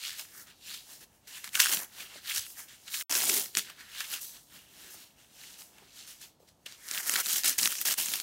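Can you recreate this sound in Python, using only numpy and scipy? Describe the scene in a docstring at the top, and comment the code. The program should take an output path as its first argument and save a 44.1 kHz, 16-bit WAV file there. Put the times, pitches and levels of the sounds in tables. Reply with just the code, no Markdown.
"""Hands crumble a block of dry, powdered foam over a plastic tub, close by, while a quiet room hums.
First come light crackles: brittle cell walls break in bursts of tiny clicks, and thicker struts snap.
A hard squeeze follows at 1.6 s, coloured by the cupped hand and the block. Just after 3 s the sound cuts
out briefly, and more squeezes follow. Then the hands rub gently, with a few soft knocks on the tub,
until the longest crunch runs from about 7 s to the end."""
import sys
import numpy as np
from scipy import signal
from scipy.io import wavfile

SR = 44100
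rng = np.random.default_rng(int(sys.argv[2]) if len(sys.argv) > 2 else 0)


def to_wav(sig):
    """Store sig (one row per channel, or 1-D mono) as 16-bit WAV at the path in sys.argv[1].

    Samples outside -1..1 are clipped; the rate is SR.
    """
    pcm = np.clip(np.atleast_2d(sig), -1, 1) * 32767
    pcm = np.round(pcm).astype(np.int16)
    wavfile.write(sys.argv[1], SR, pcm.T)  # frames by channels


N = 362502

# The tone of the room's hum: pitch_hz, level_db
ROOM_TONE = [(30, -20), (48, 3), (190, 3), (440, -4), (740, -2), (1200, -12.5), (2000, -23.5), (5000, -21),
             (15000, -34)]
# Crumbs and fingers knocking on the tub: start_s, peak_db, pitch_hz
TUB_KNOCKS = [(2.155, -43, 510), (2.385, -51, 90), (4.941, -46, 600), (5.82, -49, 329), (6.40, -54.5, 444),
              (6.425, -55, 337), (6.659, -48.5, 430)]
# The dull tones of the foam block: pitch_hz, width_hz, level_db
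BLOCK_TONES = [(133, 260, -3.5), (188, 71, -1), (270, 77, -3), (377, 98, -3.5), (600, 390, -3.5),
               (790, 530, 1)]
# The hollow tones of the cupped hand: pitch_hz, width_hz, level_db
HAND_TONES = [(1053, 220, 0), (1357, 335, 3.5), (1730, 500, 4.5), (2200, 260, -4), (2800, 610, 1),
              (3300, 680, -1), (4030, 1230, 4.5)]
# The main struts that snap: start_s, level_db, pitch_hz, fade_s (time to fade by 60 dB)
STRUT_SNAPS = [(0.0156, -38, 3320.0, 0.0094), (0.0375, -23, 3080.0, 0.0067), (0.051, -22, 3360.0, 0.0052),
               (0.08, -25, 4180.0, 0.0077), (0.0877, -28, 3270.0, 0.0048), (0.0943, -25, 4500.0, 0.0058),
               (0.106, -25, 4240.0, 0.0062), (0.13, -27, 7040.0, 0.0067), (0.1946, -25.5, 3170, 0.037),
               (0.2507, -38, 1740, 0.011), (0.6846, -33, 4180.0, 0.0048), (0.7147, -32, 2410.0, 0.0209),
               (0.742, -26, 3650, 0.061), (1.278, -39, 4290.0, 0.057), (1.443, -21, 1570, 0.025),
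               (1.4626, -35, 5380.0, 0.0077), (1.4759, -26.5, 2300.0, 0.017), (1.4914, -30, 3340.0, 0.0066),
               (1.5332, -33, 8270.0, 0.0367), (1.5535, -11.5, 2900, 0.014), (1.557, -14, 2270, 0.0059),
               (1.575, -17, 1530.0, 0.0081), (1.596, -11, 1650, 0.01), (1.6016, -2, 2980, 0.011),
               (1.6459, -16, 9000, 0.005), (1.6534, -11, 3270, 0.0049), (1.6588, -12, 1580, 0.013),
               (1.6687, -11.5, 1460.0, 0.0084), (1.694, -13, 3170.0, 0.0047), (1.7271, -16, 6680.0, 0.018),
               (1.7349, -17, 6570.0, 0.012), (1.7713, -16, 1170, 0.012), (1.7934, -25.5, 1260, 0.0145),
               (1.846, -28.5, 11610.0, 0.0099), (2.0041, -31.5, 2410.0, 0.044), (2.028, -29, 1580, 0.0094),
               (2.2817, -30.5, 2890.0, 0.0053), (2.3102, -25.5, 2240.0, 0.032),
               (2.3634, -20, 7580.0, 0.0195), (2.38, -23, 10340.0, 0.043), (2.4655, -29, 9430.0, 0.011),
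               (2.503, -37, 9540.0, 0.0161), (2.8802, -31, 3040.0, 0.0345), (2.941, -20, 2660, 0.022),
               (3.0097, -26, 2780.0, 0.0472), (3.1114, -17, 5100, 0.0162), (3.124, -15.5, 5380.0, 0.025),
               (3.1522, -11.5, 5530.0, 0.019), (3.1621, -17, 6460.0, 0.0062), (3.2199, -15.5, 4940, 0.015),
               (3.2935, -14, 7600, 0.025), (3.2965, -7.5, 5600, 0.007), (3.459, -24.5, 4800, 0.012),
               (3.5515, -12.5, 4470, 0.009), (3.571, -5, 6660, 0.011), (3.5788, -19, 9500, 0.05),
               (3.5884, -22, 6400.0, 0.019), (3.6483, -36, 3210.0, 0.0284), (3.699, -31, 1420.0, 0.03),
               (3.8077, -35, 1980.0, 0.037), (3.951, -30, 2240.0, 0.0076), (4.0046, -18, 1660, 0.0341),
               (4.0425, -31, 2800.0, 0.057), (4.1373, -21.5, 3100, 0.041), (4.1727, -32, 5380.0, 0.009),
               (4.214, -29, 5530.0, 0.0059), (4.2485, -34, 7700, 0.021), (5.4358, -38.5, 2010, 0.061),
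               (5.7832, -41.5, 2350.0, 0.017), (6.216, -36.5, 9470.0, 0.0212), (6.487, -47, 4820, 0.0237),
               (6.6613, -27.5, 3160, 0.05), (6.7234, -32.5, 4370.0, 0.01), (6.8541, -40, 1870.0, 0.0097),
               (6.8869, -21.5, 5400.0, 0.0088), (6.9125, -13.5, 6240, 0.0049),
               (6.9477, -20, 3170.0, 0.0072), (6.9553, -25, 1570.0, 0.011), (6.977, -16.5, 3170.0, 0.0068),
               (6.998, -28, 6930.0, 0.032), (7.031, -25, 7750.0, 0.0082), (7.0603, -23, 4970.0, 0.0059),
               (7.0808, -20, 6550.0, 0.015), (7.0956, -7.5, 6870.0, 0.0077), (7.1394, -18, 2060, 0.0185),
               (7.1573, -13, 1860, 0.017), (7.1621, -9, 3770, 0.0088), (7.2598, -17, 3600.0, 0.015),
               (7.2672, -14, 7560.0, 0.0064), (7.299, -21, 3700, 0.011), (7.3174, -17, 6960.0, 0.0085),
               (7.3334, -14, 5680.0, 0.018), (7.3606, -15, 6630.0, 0.0221), (7.3818, -19, 5560.0, 0.0108),
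               (7.4355, -16, 5040.0, 0.0064), (7.446, -18, 8350.0, 0.0204), (7.4608, -17.5, 5370, 0.04),
               (7.468, -15, 5640.0, 0.0054), (7.4797, -11.5, 8600, 0.022), (7.5046, -20, 6630.0, 0.0051),
               (7.5271, -21, 5770.0, 0.022), (7.5874, -11.5, 6440.0, 0.035), (7.5976, -18, 3200, 0.016),
               (7.639, -16, 7280.0, 0.0189), (7.657, -9.5, 3420.0, 0.014), (7.6744, -11, 5940, 0.0115),
               (7.7182, -22, 8660.0, 0.02), (7.753, -24, 5430.0, 0.0292), (7.784, -22.5, 6240.0, 0.045),
               (7.8134, -14, 12470.0, 0.0245), (7.857, -20, 5600.0, 0.06), (7.9392, -21, 3470, 0.0081),
               (7.9814, -23, 10470.0, 0.04), (8.0585, -18.5, 6630.0, 0.03), (8.066, -26, 8810.0, 0.0098),
               (8.085, -18, 5800, 0.0068), (8.1372, -14, 3630, 0.0265), (8.176, -29, 4360, 0.025),
               (8.2006, -13, 4100, 0.0033)]
# How strongly breaking cell walls ring: pitch_hz, level_db
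CELL_TONE = [(4300, -11), (5500, 2.5), (7000, 1), (9000, 1), (12000, 1.5), (15500, 5)]
# Each squeeze or rub: full_strength_at_s, rise_s, hold_s, fall_s, crunch_db, powder_db, hand_pitch_hz,
# hand_db, block_pitch_hz, block_db (powder, hand and block levels are relative to the crunch)
SQUEEZES = [(0.056, 0.13, 0.026, 0.18, -40.5, -7, 3520, -0.2, 700.0, -30.5),
            (0.188, 0.055, 0.017, 0.097, -44, -1.2, 3310.0, -4.5, 750.0, -19),
            (0.384, 0.17, 0.03, 0.076, -49.5, 0, 2270, -7, 320.0, -16.5),
            (0.47, 0.016, 0.038, 0.07, -58.5, -4, 2840, 3, 350.0, -10.1),
            (0.546, 0.05, 0.03, 0.05, -71, -6, 3400, -1, 300, -5),
            (0.689, 0.1, 0.061, 0.13, -45.0, -3.5, 3680, -0.5, 340.0, -22.5),
            (0.916, 0.112, 0.011, 0.15, -48, -3, 3070, -7.5, 570.0, -17),
            (1.009, 0.01, 0.033, 0.017, -54.5, 0, 2800, -2, 360.0, -10),
            (1.153, 0.14, 0.00083, 0.125, -68, 2, 2140, -3.5, 410.0, -20),
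            (1.273, 0.004, 0.117, 0.2, -51.5, -1.5, 2920, -3.5, 640.0, -18),
            (1.371, 0.099, 0, 0.035, -45, -5, 2830, -0.5, 650.0, -28),
            (1.443, 0.02, 0.035, 0.037, -48, -3, 2320, -1.5, 720.0, -18.7),
            (1.551, 0.029, 0.02, 0.11, -34.5, -2, 2280, -6, 640.0, -24.5),
            (1.598, 0.015, 0.0082, 0.12, -22, -3.5, 2650, -7.5, 740.0, -31),
            (1.736, 0.11, 0, 0.084, -28.5, 2, 2730, -5.5, 657, -14),
            (1.78, 0.01, 0.049, 0.046, -44.5, 4, 1880, -6, 663, -2),
            (2.006, 0.13, 0.011, 0.11, -46.5, 0, 2700, -0.5, 537, -14),
            (2.14, 0.16, 0.041, 0.047, -50.5, -6, 2890, 0.5, 497, -11.5),
            (2.297, 0.071, 0.016, 0.24, -38.5, -0.5, 2980, 0.5, 730.0, -26.5),
            (2.352, 0.033, 0.03, 0.06, -31, -5, 3180, -8.5, 736, -26.5),
            (2.477, 0.076, 0.046, 0.069, -52.5, 4, 3200, -22, 400, -14),
            (2.58, 0.028, 0.026, 0.081, -44.8, 0.8, 1990.0, -8, 750.0, -18),
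            (2.685, 0.012, 0.046, 0.15, -54, -5, 2730, -2.0, 650.0, -31.4),
            (2.881, 0.035, 0.0021, 0.05, -49, -12, 3070, 3.5, 500, -17),
            (2.949, 0.059, 0, 0.12, -34.5, 0.5, 3260, -4.5, 389, -36),
            (3.012, 0.06, 0, 0.109, -43, 4, 2980.0, -3, 600.0, -43),
            (3.16, 0.2, 0.021, 0.15, -27.5, -2, 2650, -8, 650.0, -16.5),
            (3.281, 0.18, 0.1, 0.1, -29.5, 0.8, 3240, -6.5, 407, -15.5),
            (3.577, 0.031, 0.0063, 0.057, -31, -2, 3070, -5, 403, -18),
            (3.697, 0.23, 0.0041, 0.081, -52.5, -3.5, 2650, 1, 470.0, -11),
            (3.803, 0.074, 0.0, 0.16, -53.5, -3.5, 2150, 2.5, 540.0, -12),
            (4.004, 0.14, 0.0, 0.185, -41, -3.5, 2860, 0.0, 670.0, -21),
            (4.135, 0.07, 0.0012, 0.09, -35, -2, 2670, -5, 776, -20.5),
            (4.218, 0.026, 0.0012, 0.2, -41.5, 1.3, 3650, -12.5, 600.0, -23),
            (4.346, 0.06, 0.022, 0.088, -53.5, -7, 2830, 7, 300, -7),
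            (4.55, 0.11, 0.014, 0.144, -54.5, 0, 2870, -0.2, 270.0, -11.0),
            (4.809, 0.26, 0.21, 0.14, -53, -3, 2750, -2.5, 407, -13),
            (4.905, 0.007, 0.052, 0.012, -51.5, -1, 2900, -12, 560.0, -22),
            (5.191, 0.065, 0.05, 0.08, -62, -4, 2600, -1.5, 390.0, -10),
            (5.418, 0.18, 0.12, 0.13, -51.5, -4, 2970, -3.5, 544, -14.5),
            (5.59, 0.024, 0.017, 0.131, -48.5, -1.5, 3030, -10, 640.0, -15),
            (5.765, 0.231, 0.066, 0.35, -61.5, -5, 2500, 0, 360.0, -5),
            (5.979, 0.11, 0.026, 0.168, -48.5, -8, 3180, -3.5, 530.0, -21),
            (6.076, 0.013, 0.032, 0.12, -47, -5, 3020, -7.5, 380.0, -26.0),
            (6.217, 0.035, 0.019, 0.084, -48, -4.5, 3380, -3.5, 582, -18),
            (6.401, 0.01, 0.061, 0.02, -70, -2.5, 2930, -7, 388, -3),
            (6.479, 0.021, 0.01, 0.081, -61.5, -6, 3140.0, -3.5, 330.0, -28),
            (6.659, 0.004, 0.075, 0.079, -51.5, -11, 2870, -2.8, 474, -20.5),
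            (6.884, 0.017, 0, 0.011, -45.5, -4, 2180.0, -6, 450.0, -28),
            (6.944, 0.12, 0.065, 0.0077, -37, -2.5, 2370, -4.5, 650.0, -20.5),
            (7.068, 0.014, 0, 0.213, -35.5, 1, 2200.0, -9, 660.0, -21.9),
            (7.169, 0.249, 0.045, 0.014, -30.5, -1.5, 2240, -7, 600.0, -19),
            (7.295, 0.12, 0.082, 0.084, -31.5, 0.2, 3170, -6.5, 570, -22.5),
            (7.445, 0.01, 0.051, 0.066, -27, -1.5, 2850, -6, 427, -21.5),
            (7.582, 0.004, 0.089, 0.03, -29, -1.5, 3050, -9, 490.0, -21.5),
            (7.708, 0.076, 0.0085, 0.15, -33.5, -0.5, 3160, -8, 470.0, -24),
            (7.82, 0.085, 0.00031, 0.033, -34.5, -3, 3300.0, -11.5, 480.0, -24),
            (7.853, 0.0048, 0.0774, 0.02, -28, -1.5, 3230.0, -6.5, 625, -21.5),
            (7.98, 0.0053, 0.013, 0.12, -28.5, 0.1, 3480, -7.5, 740.0, -16.5),
            (8.135, 0.24, 0.001, 0.184, -35.5, 1, 2970, -4.5, 517, -18)]

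ROOM_DB, TRICKLE_DB = -67.5, -83   # the trickle is loose powder that never quite rests
DROPOUT_START_S, DROPOUT_END_S = 3.026, 3.0955


def from_db(db):
    return 10 ** (np.asarray(db) / 20)


def unit_level(x):
    return x / np.sqrt(np.mean(x ** 2) + 1e-20)


def level_at(table, hz):
    pitch_hz, level_db = np.transpose(table)
    return np.interp(np.log(hz), np.log(pitch_hz), level_db)


def ring(x, hz, width_hz):
    """Lets a sound ring at one pitch; a narrower width rings longer."""
    r = np.exp(-np.pi * width_hz / SR)
    feedback = [1, -2 * r * np.cos(2 * np.pi * hz / SR), r * r]
    return signal.lfilter(np.array([1, 0, -1]) * (1 - r * r) / 2, feedback, x + 1e-18)


def drift(rate_hz):
    """A slow random wander, about 1 in size."""
    r = np.exp(-80 * np.pi * rate_hz / SR)
    slow = signal.lfilter([1], [1, -2 * r, r * r], rng.standard_normal(N // 40 + 2002))[2000:]
    return np.interp(np.arange(N) / 40, np.arange(len(slow)), unit_level(slow))


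def clicks(per_s, spread_db, limit=5.4):
    """Clicks of random size at random moments."""
    sizes = from_db(spread_db * np.minimum(rng.exponential(1, N), limit)) * rng.choice([-1, 1], N)
    return sizes * (rng.random(N) < per_s / SR)


def room_hum():
    """The room hums: steady noise, strongest in the low bands."""
    edges_hz, noise = 30 * 2 ** np.arange(0, 9.6, .5), rng.standard_normal((2, N))
    out = 0
    for k, (low, high) in enumerate(zip(edges_hz, edges_hz[1:])):
        band = signal.sosfilt(signal.butter(2, [low, high], "band", fs=SR, output="sos"), noise[k % 2])
        out += from_db(level_at(ROOM_TONE, np.sqrt(low * high))) * band
    return unit_level(out)


def tub_knocks():
    """Crumbs and fingers hit the tub, each with a short, dull puff."""
    out, t = np.zeros(N), np.arange(SR // 8) / SR
    for start_s, peak_db, hz in TUB_KNOCKS:
        puff = rng.standard_normal(len(t)) * t * np.exp(-t / 0.0025)
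        knock = ring(ring(puff, hz, 0.75 * hz), hz, 1.4 * hz)
        out[round(start_s * SR):][:len(t)] += from_db(peak_db) * knock / np.abs(knock).max()
    return out


def block_thumps(block_db, boost_db=2):
    """Each main snap jolts the block into a dull thump."""
    start_s, snap_db = np.transpose(STRUT_SNAPS)[:2]
    at = (start_s * SR).astype(int)
    out, chance = 0, rng.standard_normal((len(at), len(BLOCK_TONES)))
    for k, (hz, width_hz, level_db) in enumerate(BLOCK_TONES):
        strength = from_db(snap_db + boost_db + block_db[at] + level_db) * chance[:, k]
        push = np.zeros(N)
        push[at] = strength * SR / (2 * np.pi * width_hz)
        out += ring(ring(push, hz, width_hz), hz, 2 * width_hz)
    return out / len(BLOCK_TONES)


def shaken_body(tones, activity, per_s, centre_hz, db_per_octave, low_db_per_octave):
    """Breaks make the hand or block ring; tones fade away from the centre pitch, faster far below it."""
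    out, power = 0, 0
    for hz, width_hz, level_db in tones:
        octaves_below = np.log2(centre_hz / hz)
        gain = from_db(level_db - db_per_octave * np.abs(octaves_below)
                       - low_db_per_octave * np.maximum(octaves_below - .6, 0))
        shaken = ring(activity * clicks(per_s, spread_db=3), hz, width_hz)
        out += gain * from_db(2.2 * drift(7.2)) * unit_level(ring(shaken, hz, 2 * width_hz))
        power += gain ** 2
    return out / np.sqrt(power)


def palm_echo(x, delay_s=.0014, spread=.5, strength=.33, grips_per_s=20):
    """An echo off the palm makes the crunch hollow; its delay jumps with each new grip."""
    grip = np.cumsum(rng.random(N) < grips_per_s / SR)
    lag = (SR * delay_s * np.exp(spread * rng.standard_normal(N))[grip]).astype(int)
    echo = x[np.maximum(np.arange(N) - lag, 0)]
    return (x + strength * echo) / np.sqrt(1 + strength ** 2)


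def small_struts(crunch_db, per_s=10, firm_db=-42):
    """Lists the snaps of small struts: they give way at random, louder in a firm squeeze."""
    count = int(per_s * N / SR)
    at = rng.integers(0, N, count)
    loudness, pitch, length = rng.standard_normal((count, 3)).T
    softening_db = 0.4 * np.minimum(crunch_db[at] - firm_db, 0)
    level_db = crunch_db[at] + 12.5 + softening_db + 3.5 * loudness
    pitch_hz = np.clip(4300 * 2 ** (0.76 * pitch), 1200, 12000)
    return list(zip(at / SR, level_db, pitch_hz, .007 * 2 ** length))


def strut_snaps(rows):
    """A strut snaps with a tick and a ring, then a fading spray of smaller breaks; no bass."""
    out, t = np.zeros(N + SR), np.arange(SR // 8) / SR
    for start_s, level_db, hz, fade_s in rows:
        spray = rng.standard_normal(len(t)) * from_db(-60 * t / max(fade_s, .002))
        spray[0] = 4 * np.sign(spray[0])   # the tick
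        crack = ring(spray, hz, 0.22 * hz) + 0.46 * ring(spray, 2300, 2000)
        crack += 0.17 * ring(spray, 4300, 9000)
        out[round(start_s * SR):][:len(t)] += from_db(level_db) * crack / np.abs(crack).max()
    return signal.sosfilt(signal.butter(3, 1000, "high", fs=SR, output="sos"), out[:N])


def squeezes(edge_db=20):
    """Each squeeze swells, holds and dies away. They add up, and the strongest leads the tone."""
    full_s, rise_s, hold_s, fall_s, crunch_db, *tone_columns = np.transpose(SQUEEZES)[:, :, None]
    t = np.arange(0, N, 40) / SR
    before = np.maximum(full_s - t, 0) / (rise_s + 1 / SR)
    after = np.maximum(t - full_s - hold_s, 0) / (fall_s + 1 / SR)
    power = from_db(2 * np.maximum(crunch_db - edge_db * (before + after), -150))
    total_db = 10 * np.log10(power.sum(0) + from_db(2 * TRICKLE_DB))
    tone = [np.sum(power * column, 0) / power.sum(0) for column in tone_columns]
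    return [np.interp(np.arange(N) / SR, t, curve) for curve in [total_db] + tone]


def avalanches(per_s, steady_share, fade_s=.007):
    """One break sets off its neighbours: sudden swells of activity on top of a steady share."""
    triggers = clicks(per_s, spread_db=4, limit=2.2) ** 2
    swell = signal.lfilter([1], [1, -from_db(-60 / (fade_s * SR))], triggers)
    return np.sqrt(steady_share + (1 - steady_share) * swell / np.mean(swell))


def breaking_cells(activity, powder_db):
    """Each cell wall rings briefly at a pitch set by its size; moving fingers shade some pitches."""
    breaks = activity * clicks(14000, spread_db=-2)
    size_group = rng.integers(0, 12, N)
    out = 0
    for k, hz in enumerate(np.geomspace(4300, 15500, 12)):
        powder_share = 1 / (1 + (9000 / hz) ** 8)
        gain = from_db(level_at(CELL_TONE, hz) + powder_share * powder_db + 0.76 * drift(4.7))
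        ringing = ring(breaks * (size_group == k), hz, 0.32 * hz)
        out += gain * unit_level(ring(ringing, hz, 0.99 * hz))
    return out / 3.6


def scene():
    """Mixes the crunch, snaps, thumps, knocks and room into one channel."""
    crunch_db, powder_db, hand_hz, hand_db, block_hz, block_db = squeezes()
    steady_share = np.clip(.55 - (crunch_db + 32.5) / 50, .35, .95)   # rubs swish, hard squeezes crackle
    outside, inside = avalanches(350, steady_share), avalanches(250, steady_share)
    all_breaks = np.sqrt(.5 * outside ** 2 + .5 * inside ** 2)   # includes those hidden in the fist
    cells = palm_echo(breaking_cells(outside, powder_db))
    hand = shaken_body(HAND_TONES, all_breaks, 2500, hand_hz, db_per_octave=9, low_db_per_octave=6)
    block = shaken_body(BLOCK_TONES, all_breaks, 1500, block_hz, db_per_octave=6, low_db_per_octave=2)
    crunch = from_db(crunch_db) * (cells + from_db(hand_db) * hand + from_db(block_db) * block)
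    snaps = strut_snaps(list(STRUT_SNAPS) + small_struts(crunch_db))
    return (crunch + snaps + block_thumps(block_db) + tub_knocks() + from_db(ROOM_DB) * room_hum())[None]


def record(dry):
    """Rounds off peaks, drops out once with a faint blip of hiss, and cuts the highest treble."""
    t = np.arange(N) / SR
    rounded = 0.74 * np.tanh(dry / 0.76)
    sound_on = (t < DROPOUT_START_S) | (t > DROPOUT_END_S)
    blip_s, fade_s, cutoff_hz = 3.034, 0.024, 15790
    hiss = np.diff(rng.standard_normal(N + 1))
    blip = hiss * (t > blip_s) * from_db(-51 - 60 * np.clip(t - blip_s, 0, 1) / fade_s)
    treble_cut = signal.ellip(14, .5, 80, cutoff_hz, fs=SR, output="sos")
    return signal.sosfilt(treble_cut, rounded * sound_on + blip)


dry = scene()
out = record(dry)
to_wav(out)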